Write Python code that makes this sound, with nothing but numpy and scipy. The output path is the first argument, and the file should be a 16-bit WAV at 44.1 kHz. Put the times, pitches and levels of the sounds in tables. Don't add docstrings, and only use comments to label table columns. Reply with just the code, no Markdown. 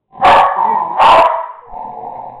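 import sys
import numpy as np
from scipy import signal
from scipy.fft import rfft, irfft
from scipy.io import wavfile
from scipy.ndimage import uniform_filter1d

SR = 44100
rng = np.random.default_rng(int(sys.argv[2]) if len(sys.argv) > 2 else 0)


def transcribe(signal):
    frames = np.atleast_2d(signal).T
    limited = np.clip(frames, -1, 1)
    pcm = np.round(limited * 32767).astype(np.int16)
    wavfile.write(sys.argv[1], SR, pcm)


N = 105840
TIME_S = np.arange(N) / SR

# [time_s, level_db, pitch_hz, mouth_hz]
FIRST_BARK = [(.19, -49, 250.9, 730), (.22, -17, 264.1, 800), (.245, -2, 274.4, 874), (.30, -1, 296.4, 895),
              (.335, -4, 291.8, 813), (.395, -10.5, 259.8, 757), (.445, -36, 229.7, 830)]
SECOND_BARK = [(.955, -30, 201.1, 834), (.99, -10, 243.9, 829), (1.025, 0, 262.3, 893),
               (1.08, -1.5, 324.9, 1002), (1.14, -0.5, 328.7, 741), (1.195, -24, 329.1, 897),
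               (1.24, -12.5, 322.3, 977), (1.29, -20, 323.6, 973), (1.33, -27, 303.8, 1037)]
# [centre_hz, width_hz, relative_db]
FIRST_BARK_THROAT = [(598.5, 100, -6.5), (763, 110, 1.5), (1087.5, 111, -2), (1719, 175, -13.5),
                     (2640, 450, -35.5)]
SECOND_BARK_THROAT = [(688.3, 113, -9.5), (1006, 108, -9), (1680, 390, -22), (2610, 300, -35.5)]
# [time_s, level_db, pitch_hz]
GRUMBLE = [(.08, -77, 186.9), (.13, -41, 207.8), (.18, -31.5, 209.1), (.22, -26.5, 229)]
GROWL = [(.55, -29.5, 205), (.595, -10, 182), (.635, -13.5, 180), (.66, -13, 212), (.695, -19, 226),
         (.745, -14.5, 207), (.79, -16.5, 170), (.87, -26.5, 164), (.93, -18.5, 172), (.97, -22, 200)]
RASP = [(1.66, -45.5, 121.5), (1.70, -34.5, 118.7), (1.77, -26, 112.1), (1.92, -30.5, 113),
        (2.05, -28, 114.7), (2.17, -29.5, 110.3), (2.30, -31, 113.2), (2.40, -39.5, 109.3)]
# [centre_hz, width_hz, relative_db]
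GRUMBLE_THROAT = [(120, 76, -25), (215, 220, -3.5), (520, 470, -9.5), (770, 43, 8), (1000, 72, 0.5),
                  (2430, 970, -49.5)]
GROWL_THROAT = [(232, 52, -24.5), (390, 150, -19), (680, 65, -15.5), (922.6, 179, 19.5), (1010, 37, -18),
                (1720, 110, -24.5), (3030, 3500, -32.5)]
RASP_THROAT = [(130, 18, -17), (226, 47, -14), (338, 23, -21), (513, 59, -8.5), (755.5, 61, 0),
               (835.5, 101, 4.5), (931, 90, -12.5), (1950, 106, -34), (3370, 1600, -48)]
# [time_s, level_db]
VOICING = [(.56, -45.5), (.59, -44), (.63, -49.5), (.675, -35.5), (.745, -34.5), (.775, -53.5), (.85, -47),
           (.97, -47.5)]
HARMONICS_DB = [1.5, 6.5, -4, 10]
# [start_s, length_s, start_hz, end_hz, level_db]
WHISTLES = [(0.65, 0.16, 2000, 1822, -40), (0.677, 0.065, 2300, 2280, -46), (1.615, .08, 500, 453, -45.5),
            (1.917, .19, 452, 462, -41.5)]
# [band_hz, t60_s]
ROOM_T60 = [(100, 0.42), (270, 0.9), (390, 1), (700, 0.42), (1000, 0.79), (1800, 0.79), (4000, 0.59)]
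# [time_s, level_db]
BED_LEVEL = [(.08, -61), (.12, -59), (.2, -66), (.5, -40), (.6, -68), (.95, -69), (1.36, -49),
             (1.45, -69.5), (1.65, -57), (1.70, -45.5), (2.0, -51), (2.4, -58)]
# [frequency_hz, relative_db_per_hz]
BED_SPECTRUM = [(10, 13.5), (22, 0), (45, -15.5), (110, -7.5), (200, -18), (400, -67)]
# [frequency_hz, relative_db_per_hz]
FLOOR_SPECTRUM = [(20, -5.5), (100, 14.5), (300, 9.5), (900, 1), (1400, -12), (4000, -18.5)]

BARK_JITTER, BARK_AIR = 0.04, 0.68
GROWL_JITTER, GROWL_AIR = 0.03, 0.4
RASP_JITTER, RASP_AIR = 0.32, 0.9
BARK_LOW_CUT_HZ, MOUTH_WIDTH_HZ = 486, 238
FLUTTER_HZ, FLUTTER_DB = 70, 4.5
NASAL_DIP_HZ, NASAL_DIP_WIDTH_HZ, NASAL_LEAK_DB = 1360, 615, -17
GROWL_NOSE_SHARE = 0.89
VOICE_WAVER, VOICE_SHIMMER_DB = 0.021, 3.5
WHISTLE_WAVER = 0.006
TONE_ROOM_DB = -6
DIRECT_DB, ROOM_BUILD_S = -2, 0.0033
BED_FLUTTER_DB, BED_FLUTTER_HZ = 6, 19
FLOOR_DB = -72.5
MIC_CEILING, KNEE, LOPSIDED = 0.74, 8.7, 0.25
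MIC_TOP_HZ, CUTOFF_HZ = 4000, 16300
CONVERTER_TOP, CONVERTER_HZ = 0.69, 8000
SPLATTER_DB, SPLATTER_TOP_HZ = -1.5, 8200
IMAGE_DB, SECOND_IMAGE_DB, IMAGE_TOP_HZ = -15, -21, 2580


def from_db(db):
    return 10 ** (np.asarray(db) / 20)


def rms_one(x):
    return x / np.sqrt(np.mean(x ** 2) + 1e-20)


def at_hz(points, hz):
    table_hz, value = np.transpose(points)
    return np.interp(np.log(np.maximum(hz, 1)), np.log(table_hz), value)


def controls(rows):
    time_s, level_db, *others = np.transpose(rows)
    inside = (TIME_S >= time_s[0]) & (TIME_S <= time_s[-1])
    gate = uniform_filter1d(inside * 1.0, size=200)
    gain = gate * from_db(np.interp(TIME_S, time_s, level_db))
    return [gain] + [np.interp(TIME_S, time_s, column) for column in others]


def drift(corner_hz):
    pole = np.exp(-2 * np.pi * corner_hz / SR)
    white = rng.standard_normal(N + SR)
    return rms_one(signal.lfilter([1], [1, -2 * pole, pole ** 2], white)[SR:])


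def butter(x, order, hz, kind):
    return signal.sosfilt(signal.butter(order, hz, kind, fs=SR, output="sos"), x)


def bark(rows, formants):
    gain, pitch_hz, mouth_hz = controls(rows)
    source = folds(pitch_hz, BARK_JITTER, BARK_AIR)
    shaped = mouth(source, mouth_hz) + throat(source, formants)
    return gain * evened(butter(shaped, 6, BARK_LOW_CUT_HZ, "high"))


def growl(rows, formants, jitter, air):
    gain, pitch_hz = controls(rows)
    flutter = from_db(FLUTTER_DB * drift(FLUTTER_HZ))
    return gain * evened(flutter * throat(folds(pitch_hz, jitter, air), formants))


def folds(pitch_hz, jitter, air):
    cycles = np.cumsum(pitch_hz * np.exp(jitter * drift(70))) / SR
    clicks = np.diff(np.floor(cycles), prepend=0)
    pulses = clicks * from_db(1.5 * rng.standard_normal(N))
    puffs = rng.standard_normal(N) * np.exp(-3 * (cycles % 1))
    return rms_one(pulses) + air * rms_one(puffs)


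def throat(x, formants):
    out = np.zeros(N)
    for hz, width_hz, db in formants:
        out += from_db(db) * butter(x, 2, [hz - width_hz / 2, hz + width_hz / 2], "band")
    return out


def mouth(x, hz):
    turn = np.exp(2j * np.pi * np.cumsum(hz) / SR)
    return 2 * np.real(turn * butter(x / turn, 2, MOUTH_WIDTH_HZ / 2, "low"))


def evened(x):
    return x / np.sqrt(uniform_filter1d(x ** 2, size=1300) + 1e-12)


def through_nose(x):
    edges_hz = [NASAL_DIP_HZ - NASAL_DIP_WIDTH_HZ / 2, NASAL_DIP_HZ + NASAL_DIP_WIDTH_HZ / 2]
    return butter(x, 2, edges_hz, "bandstop") + from_db(NASAL_LEAK_DB) * x


def clear_voice():
    pitch_hz = controls(GROWL)[1] * (1 + VOICE_WAVER * drift(40))
    phase = 2 * np.pi * np.cumsum(pitch_hz) / SR
    tone = np.zeros(N)
    for harmonic, db in enumerate(HARMONICS_DB, 1):
        tone += from_db(db + VOICE_SHIMMER_DB * drift(44)) * np.sin(harmonic * phase)
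    return controls(VOICING)[0] * tone


def whistles():
    out, waver = np.zeros(N), 1 + WHISTLE_WAVER * drift(30)
    for start_s, length_s, start_hz, end_hz, db in WHISTLES:
        along = np.clip((TIME_S - start_s) / length_s, 0, 1)
        hz = (start_hz + (end_hz - start_hz) * along) * waver
        swell = np.sqrt(8 * along * (1 - along))
        out += from_db(db) * swell * np.sin(2 * np.pi * np.cumsum(hz) / SR)
    return out


def room(x):
    t = TIME_S[:SR]
    edges_hz = 40 * 2 ** (np.arange(15) / 2)
    tail = np.zeros(SR)
    for low, high in zip(edges_hz, edges_hz[1:]):
        band = butter(rng.standard_normal(SR), 4, [low, high], "band")
        decay = from_db(-60 * t / at_hz(ROOM_T60, np.sqrt(low * high)))
        band = band * decay * (1 - np.exp(-t / ROOM_BUILD_S))
        tail += band * np.sqrt(2 * (high - low) / SR / np.sum(band ** 2))
    return from_db(DIRECT_DB) * x + signal.fftconvolve(x, tail)[:N]


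def bed_rumble():
    flutter = from_db(BED_FLUTTER_DB * drift(BED_FLUTTER_HZ))
    return controls(BED_LEVEL)[0] * flutter * noise(BED_SPECTRUM)


def still_room():
    return from_db(FLOOR_DB) * noise(FLOOR_SPECTRUM)


def noise(spectrum):
    hz = np.arange(N // 2 + 1) * SR / N
    return rms_one(irfft(rfft(rng.standard_normal(N)) * from_db(at_hz(spectrum, hz)), N))


def scene():
    barks = bark(FIRST_BARK, FIRST_BARK_THROAT) + bark(SECOND_BARK, SECOND_BARK_THROAT)
    grumble = growl(GRUMBLE, GRUMBLE_THROAT, RASP_JITTER, RASP_AIR)
    rasp = growl(RASP, RASP_THROAT, RASP_JITTER, RASP_AIR)
    rolling = growl(GROWL, GROWL_THROAT, GROWL_JITTER, GROWL_AIR)
    nasal = through_nose(grumble + rasp + GROWL_NOSE_SHARE * rolling)
    voice = barks + nasal + (1 - GROWL_NOSE_SHARE) * rolling
    tones = clear_voice() + whistles()
    in_room = room(voice + from_db(TONE_ROOM_DB) * tones)
    return (in_room + tones + bed_rumble() + still_room())[None]


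def microphone(x):
    over = np.maximum(np.abs(x) - MIC_CEILING, 0)
    bent = x + LOPSIDED * butter(over, 1, 30, "high")
    loaded = bent / (1 + np.abs(bent / MIC_CEILING) ** KNEE) ** (1 / KNEE)
    return signal.sosfiltfilt(signal.butter(14, MIC_TOP_HZ, fs=SR, output="sos"), loaded)


def converter(x):
    excess = np.clip(x, -CONVERTER_TOP, CONVERTER_TOP) - x
    splatter = signal.sosfiltfilt(signal.butter(1, SPLATTER_TOP_HZ, fs=SR, output="sos"), excess)
    mirrored = signal.sosfiltfilt(signal.butter(1, IMAGE_TOP_HZ, fs=SR, output="sos"), excess)
    turn = 2 * np.pi * CONVERTER_HZ * TIME_S
    carriers = from_db(IMAGE_DB) * np.cos(turn) + from_db(SECOND_IMAGE_DB) * np.cos(2 * turn)
    return x + from_db(SPLATTER_DB) * splatter + 2 * mirrored * carriers


def record(dry):
    top_cut = signal.cheby2(12, 70, CUTOFF_HZ, fs=SR, output="sos")
    return signal.sosfilt(top_cut, converter(microphone(dry)))


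dry = scene()
out = record(dry)
transcribe(out)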